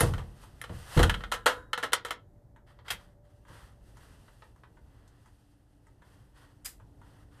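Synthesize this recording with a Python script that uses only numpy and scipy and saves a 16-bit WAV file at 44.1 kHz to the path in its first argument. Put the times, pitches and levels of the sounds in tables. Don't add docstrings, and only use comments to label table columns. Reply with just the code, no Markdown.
import sys
import numpy as np
from scipy import signal
from scipy.fft import rfft, irfft, next_fast_len
from scipy.io import wavfile
from scipy.ndimage import map_coordinates

SR = 44100
rng = np.random.default_rng(int(sys.argv[2]) if len(sys.argv) > 2 else 0)


def materialize(psi):
    bounded = np.clip(np.atleast_2d(psi).T, -1, 1)
    quanta = np.round(bounded * 32767).astype(np.int16)
    wavfile.write(sys.argv[1], SR, quanta)


N = 326340


def amp(db):
    return 10 ** (np.asarray(db) / 20)


def punch(x):
    return x / np.sqrt(np.mean(x[:int(.03 * SR)] ** 2) + 1e-20)


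def power_sum(amplitudes):
    return np.sqrt(sum(a ** 2 for a in amplitudes))


def along(points, hz):
    f, v = np.transpose(points)
    return np.interp(np.log(hz + 1), np.log(f + 1), v)


def curves(rows):
    s, *cols = np.transpose(rows)
    return [np.interp(np.arange(N) / SR, s, c) for c in cols]


def wobble(rate):
    knots = rng.standard_normal(int(N * rate / SR) + 4)
    return map_coordinates(knots, [np.arange(N) * rate / SR])


def colour(x, spectrum):
    m = next_fast_len(len(x) + 4096)
    gain = amp(along(spectrum, np.fft.rfftfreq(m, 1 / SR)))
    cepstrum = irfft(np.log(gain + 1e-6), m)
    cepstrum[1:m // 2] *= 2
    cepstrum[m // 2 + 1:] = 0
    return irfft(rfft(x, m) * np.exp(rfft(cepstrum)), m)[:len(x)]


def band(x, edges_hz, kind, order=3):
    return signal.sosfilt(signal.butter(order, edges_hz, kind, fs=SR, output="sos"), x)


def hiss(spectrum):
    noise = colour(rng.standard_normal(N), spectrum)
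    return noise / np.sqrt(np.mean(noise ** 2) + 1e-20)


def ring(modes, t, scatter_db, waver=.5):
    hz, db, t60 = np.transpose(modes)[:, :, None]
    envelope = amp(db + scatter_db * rng.standard_normal(hz.shape) - 60 * t / t60)
    drift = waver * np.sin(2 * np.pi * (rng.uniform(6.5, 24, hz.shape) * t + rng.random(hz.shape)))
    phase = 2 * np.pi * (hz * t + rng.random(hz.shape)) + drift
    return punch(np.sum(envelope * np.sin(phase), 0))


def struck(sound, levels_db):
    parts = band(sound, 800, "low"), band(sound, [850, 4300], "band"), band(sound, 5000, "high")
    return sum(amp(db) * punch(part) for db, part in zip(levels_db, parts))


def add(track, s, sound):
    part = track[max(0, round(s * SR)):][:len(sound)]
    part += sound[:len(part)]


def room(x, wet_db):
    # frequency in Hz, reverberation time T60 in seconds.
    decay_times = [(100, 0.85), (500, 0.26), (1500, 0.18), (4000, 0.18), (12000, 0.052)]
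    hz, t, noise = signal.stft(rng.standard_normal(SR // 2), SR, nperseg=256)
    tail = signal.istft(noise * amp(-60 * t / along(decay_times, hz)[:, None]), SR, nperseg=256)[1]
    tail = np.pad(tail / np.linalg.norm(tail), (int(.004 * SR), 0))
    return x + amp(wet_db) * signal.fftconvolve(x, tail)[:len(x)]


def building():
    # frequency in Hz, relative spectral density in dB.
    rumble_spectrum = [(20, -7), (55, 4), (75, -2.5), (112, 2), (150, -8), (220, -13), (330, -15.5),
                       (550, -20.5), (850, -22.5), (1100, -33.5), (1900, -38), (2500, -49), (6000, -48),
                       (14500, -49)]
    # time in seconds, rumble level in dB.
    rumble_levels = [(0, -53.5), (2.5, -57), (3.8, -55.5), (5.6, -60), (7.4, -56)]
    # time in seconds, relative levels of the drone and of its lower octave in dB.
    drone_levels = [(0, -72.5, -79.5), (3.3, -64.5, -80), (4.5, -78, -71.5), (5.5, -91.5, -66.5),
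                    (7.4, -73.5, -61.5)]
    drone_hz, fuzz_per_s = 582, 25

    def fuzzy(angle):
        return .5 * (wobble(fuzz_per_s) * np.sin(angle) + wobble(fuzz_per_s) * np.cos(angle))

    upper_db, lower_db = curves(drone_levels)
    rumble_db, = curves(rumble_levels)
    phase = 2 * np.pi * drone_hz * np.arange(N) / SR
    drone = amp(upper_db) * fuzzy(phase) + amp(lower_db) * fuzzy(phase / 2)
    return amp(rumble_db + .9 * wobble(3.4)) * hiss(rumble_spectrum) + drone


def taps():
    # start in seconds, level in dB, treble grit in dB relative to the tap.
    contacts = [(.437, -57.5, -25), (2.562, -61.5, -16), (2.789, -60, -39), (3.451, -64, -15),
                (3.483, -61, -11), (3.970, -60.5, -7), (4.281, -61.5, -29), (4.421, -55.5, -35),
                (4.561, -68.5, -13), (4.635, -58, -24), (4.770, -64, -19.5), (5.077, -71, 9.5),
                (5.259, -65.5, -8.5), (5.868, -66, -9.5), (6.02, -62, -16), (6.799, -63, -17),
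                (7.015, -60.5, -18)]
    # frequency in Hz, relative gain in dB.
    scuff_spectrum = [(350, -12), (600, -0.5), (760, -10), (900, 8), (1100, -1), (1500, 0.5), (1950, -4),
                      (2350, -15), (3200, -11.5), (5400, -23.5), (9000, -36.5), (14000, -59)]
    ticks_per_s, tick_db, tick_grit_db = .93, -73, -9
    out, t = np.zeros(N), np.arange(SR // 4) / SR
    ticks = [(s, tick_db, tick_grit_db) for s in rng.uniform(0, N / SR, int(ticks_per_s * N / SR))]
    for s, db, grit_db in contacts + ticks:
        force = rng.standard_normal(len(t)) * amp(-60 * t / .052)
        grit = punch(band(force, [3000, 9000], "band", order=2))
        tap = punch(colour(force, scuff_spectrum)) + amp(grit_db) * grit
        add(out, s, amp(db) * punch(room(tap, wet_db=-4)))
    return out


def stroke(age, length, rise_share=.33, sag_db_per_s=18.5, release_t60=.42):
    held, released = np.maximum(age, 0), np.maximum(age - length, 0)
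    swell = np.minimum(held / (rise_share * length), 1)
    return swell * amp(-sag_db_per_s * held - 60 * released / release_t60)


def friction():
    # start and length in seconds, rubbing level in dB, cloth hiss in dB relative to it.
    strokes = [(2.66, 0.051, -64, -12.5), (2.844, 0.066, -52, -14), (2.962, 0.083, -63.5, -7),
               (3.229, 0.069, -75.5, -7), (3.461, 0.18, -56, -7), (3.8, 0.18, -72, -0.5),
               (3.947, 0.2, -62.5, -4), (4.13, 0.36, -67.5, -1.5), (4.82, 0.47, -68, -11),
               (5.12, 0.41, -75, 0.5), (6.009, 0.22, -67.5, -4.5), (6.336, 0.13, -61.5, -8),
               (7.0, 0.21, -64.5, -7), (7.303, .1, -64.5, -8)]
    # time of fastest motion in seconds, relative level in dB, rise and fall in dB per second.
    door_sweeps = [(0, -29.5, 100, 173), (.44, -53.5, 177, 235), (0.759, -53.5, 156, 70),
                   (.97, -39, 113, 84)]
    # frequency in Hz, relative spectral density in dB.
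    slide_spectrum = [(300, -19.5), (450, -3.5), (680, -4), (950, -1.5), (1250, -1), (1550, -2), (1950, -3),
                      (2350, -18.5), (3200, -9), (3900, -18.5), (4700, -15.5), (7000, -39)]
    # frequency in Hz, relative spectral density in dB.
    cloth_spectrum = [(1350, -39), (2300, -10), (2690, -1.5), (3580, -7.5), (4970, -6), (5370, -8.5),
                      (6230, -8), (6900, -11.5), (8710, -5.5), (11900, -12), (12800, -11.5), (14400, -19),
                      (14800, -31.5)]
    stir_from_s, stir_db, stir_cloth_db = 3.3, -81, -1
    drag_db, shut_s = -65, 1
    t = np.arange(N) / SR
    rubs = [(amp(db) * stroke(t - s, length), hiss_db) for s, length, db, hiss_db in strokes]
    rubs.append((amp(stir_db) * (t > stir_from_s), stir_cloth_db))
    rub = power_sum(level for level, _ in rubs)
    cloth = power_sum(level * amp(hiss_db) for level, hiss_db in rubs)
    swings = [amp(db - np.maximum(rise * (s - t), fall * (t - s))) for s, db, rise, fall in door_sweeps]
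    sweep = power_sum(swings + [amp(drag_db) * (t < shut_s)])
    grip = amp(.94 * wobble(35) + .41 * wobble(300))
    sliding = (rub + .62 * sweep) * hiss(slide_spectrum)
    swishing = (cloth + .46 * sweep) * hiss(cloth_spectrum)
    return grip * (sliding + swishing)


def catch():
    # start in seconds, midrange and treble levels in dB, rise time and scrape T60 in seconds.
    clicks = [(2.8813, -45, -60, .0005, .09), (2.903, -33, -39.5, 0.0014, 0.11),
              (6.646, -50.5, -43.5, 0.0096, .19), (6.6575, -51, -42, 0.0016, 0.037)]
    # frequency in Hz, relative gain in dB.
    scrape_spectrum = [(180, -48), (300, -41), (474, -8.5), (576, -20), (798, -10), (1160, -8.5),
                       (1280, -7), (1930, -3), (2300, -7), (3300, -7.5), (4210, -12), (6540, -11),
                       (7580, -7.5), (12400, -8.5), (14800, -13)]
    # frequency in Hz, relative level in dB, T60 in seconds.
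    catch_modes = [(2010, -1, 0.12), (2054, -3, 0.14), (3217, 8, 0.045), (4950, 10, 0.069),
                   (7520, 6, 0.069), (8170, -25, 0.031)]
    out, t = np.zeros(N), np.arange(SR // 3) / SR
    for s, body_db, edge_db, rise, t60 in clicks:
        force = rng.standard_normal(len(t)) * amp(-60 * t / t60)
        scrape = punch(colour(force, scrape_spectrum))
        ping = amp(-7) * ring(catch_modes, t, scatter_db=8.5, waver=.6)
        snap = (scrape + ping) * (1 - np.exp(-t / rise))
        add(out, s, struck(room(snap, wet_db=-12.5), (body_db - 14, body_db, edge_db)))
    return out


def spring():
    # start in seconds, level in dB, gain of the low modes in dB relative to the high ones.
    releases = [(.0064, -28, -8), (0.6151, -45.5, 10), (1.932, -37.5, -6.5)]
    # frequency in Hz, relative level in dB, T60 in seconds.
    spring_modes = [(1710, -2.5, 0.041), (1982, -3, 0.037), (9500, -6, 0.083), (10200, -1, .045),
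                    (10700, -1, 0.037), (11600, -8, 0.045)]
    sharp_share, sag_s = .048, .008
    out, t = np.zeros(N), np.arange(int(.4 * SR)) / SR
    sagging_time = t + sharp_share * sag_s * (1 - np.exp(-t / sag_s))
    for s, db, low_db in releases:
        twang = ring(spring_modes, sagging_time, scatter_db=.5, waver=4)
        twang = colour(twang, [(2500, low_db), (8000, 0)])
        add(out, s, amp(db) * punch(room(twang, wet_db=-11)))
    return out


def latch():
    # start in seconds, midrange level in dB, weight (bass) and edge (treble) in dB over it.
    clacks = [(.0064, -29.5, -4.5, -7.5), (.137, -42, -13, -19), (.1795, -47.5, 0.5, -15),
              (.6146, -48.5, -14.5, -6.5), (.639, -45, -7.5, -16), (.694, -54, -1, -19.5),
              (.974, -32, -9, -14.5), (.992, -28, -2.5, -14), (1.029, -25.5, -10.5, -11),
              (1.096, -28, -16, -16.5), (1.1414, -36, -15.5, -21), (1.2062, -48.5, -11, -27),
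              (1.237, -40.5, -13, -25), (1.3165, -38, -14, -11.5), (1.3204, -30, -8.5, -12),
              (1.339, -37, -9.5, -11.5), (1.4592, -27.5, -5.5, -9.5), (1.4632, -21.5, -4.5, -14),
              (1.7313, -29.5, -17.5, -18), (1.7764, -35.5, -7, -16), (1.8275, -37.5, -9, -15),
              (1.834, -31, -7, -17), (1.921, -41.5, -5.5, -14.5), (1.932, -24.5, -14, -7),
              (2.0486, -38, -6, -12), (2.0842, -50.5, -9, -16), (2.107, -34, -11, -13.5)]
    # frequency in Hz, relative gain in dB.
    steel_spectrum = [(150, -45.5), (250, -17.5), (390, -15.5), (478, -5.5), (567, -11.5), (1120, -6),
                      (1330, -5), (2110, -7.5), (2300, -16), (3080, -10.5), (4110, -17.5), (4630, -21),
                      (8710, -19.5), (13600, -27), (14800, -44.5)]
    # frequency in Hz, relative level in dB, T60 in seconds.
    case_modes = [(500, -7, 0.23), (716, -6, 0.093), (910, -10.5, 0.2), (1010, -8, 0.41), (1265, -8, .22),
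                  (1320, -6.5, 0.3), (1420, -10, 0.38), (1520, -9.5, 0.23), (1645, -2.5, 0.22),
                  (2080, -16.5, .21), (2190, -15, .2), (2900, -24, .3), (3811, -21.5, 0.4),
                  (4113, -21.5, 0.16), (8516, -30, .2), (11000, -29, .38), (11900, -28.5, .33)]
    # frequency in Hz, relative level in dB, T60 in seconds.
    bolt_modes = [(495, -6.5, 0.11), (898, -10, 0.042), (1330, 1.5, 0.069), (1430, -2, 0.075),
                  (1700, -9.5, 0.062), (1850, -4.5, 0.082), (3066, -5, .05), (3240, -6.5, 0.056),
                  (3410, -12.5, 0.013), (4110, -7.5, 0.044), (5390, -20.5, 0.11), (8660, -21, .07),
                  (10300, -17, .055)]
    chatter_t60, doubling_db = .19, 8.5
    free_from_s, free_to_s, muting_db = 1.3, 1.5, 11.5
    out, t = np.zeros(N), np.arange(int(.4 * SR)) / SR
    brief = t[:len(t) // 3]
    for s, db, weight_db, edge_db in clacks:
        t60 = chatter_t60 * 2 ** (weight_db / doubling_db)
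        force = rng.standard_normal(len(t)) * (amp(-60 * t / t60) + .55 * amp(-60 * t / .007))
        wash = colour(rng.standard_normal(len(t)), steel_spectrum)
        lingering = band(wash, [1200, 1750], "band", order=2) * amp(-60 * t / .42)
        dense = wash * amp(-60 * t / .27) + lingering
        case = .65 * ring(case_modes, t, scatter_db=1, waver=1.2) + .5 * punch(dense)
        case_db = weight_db - muting_db * (not free_from_s < s < free_to_s)
        hit = punch(colour(force, steel_spectrum)) + amp(case_db) * case
        pitch = 1 + .01 * rng.standard_normal()
        add(hit, 0, amp(-2.5) * ring(bolt_modes, brief * pitch, scatter_db=2.5, waver=.6))
        hit *= 1 - np.exp(-t / .0003)
        add(out, s, struck(room(hit, wet_db=-11.5), (db + weight_db, db, db + edge_db)))
    return out


def door():
    # start in seconds, boom level in dB, panel level in dB.
    thuds = [(0.006, -27.5, -28.5), (0.03, -33, -31.5), (0.1, -31, -63), (0.18, -43, -70),
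             (0.6936, -43.5, -44.5), (0.739, -43.5, -62.5), (0.9655, -17, -28), (0.994, -29, -26),
             (1.029, -28.5, -34), (2.91, -54.5, -56), (3.499, -56.5, -58.5)]
    # frequency in Hz, relative gain in dB.
    wood_spectrum = [(15, -33), (25, -2), (87, 2.5), (293, -14), (345, -8.5), (380, -19), (477, -8.5),
                     (588, -17.5), (1200, -22.5), (1560, -45.5), (2640, -120)]
    # frequency in Hz, relative level in dB, T60 in seconds.
    leaf_modes = [(44.5, -11, 0.87), (57.7, -13, .8), (82.5, 1, 0.39), (100.56, -8, .35), (122.3, -3, 0.42),
                  (144.2, -10, .35)]
    # frequency in Hz, relative level in dB, T60 in seconds.
    panel_modes = [(177, 4.5, 0.57), (209.4, -7.5, 0.9), (260, -7, 0.32), (346, 2, 0.17), (466, -0.5, 0.28),
                   (627, -9.5, 0.16)]
    out, t = np.zeros(N), np.arange(int(.7 * SR)) / SR
    attack = 1 - np.exp(-t / .0011)
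    decay = amp(-60 * t / .21) + amp(-17.5 - 60 * t / .75)
    for s, boom_db, panel_db in thuds:
        shake = colour(rng.standard_normal(len(t)) * decay, wood_spectrum)
        boom = 1.1 * ring(leaf_modes, t, scatter_db=1) + .71 * punch(band(shake, 200, "low"))
        knock = .5 * ring(panel_modes, t, scatter_db=1) + .89 * punch(band(shake, 230, "high"))
        add(out, s, (amp(boom_db) * boom + amp(panel_db) * knock) * attack)
    return out


def scene():
    return (door() + latch() + spring() + catch() + friction() + building() + taps())[None]


def record(dry):
    bottom_hz, top_hz = 15, 14600
    m = next_fast_len(N + SR)
    low_pass = 1 / (1 + (np.fft.rfftfreq(m, 1 / SR) / top_hz) ** 90)
    spectrum = rfft(band(dry, bottom_hz, "high", order=2), m)
    return irfft(spectrum * low_pass, m)[:, :N]


dry = scene()
out = record(dry)
materialize(out)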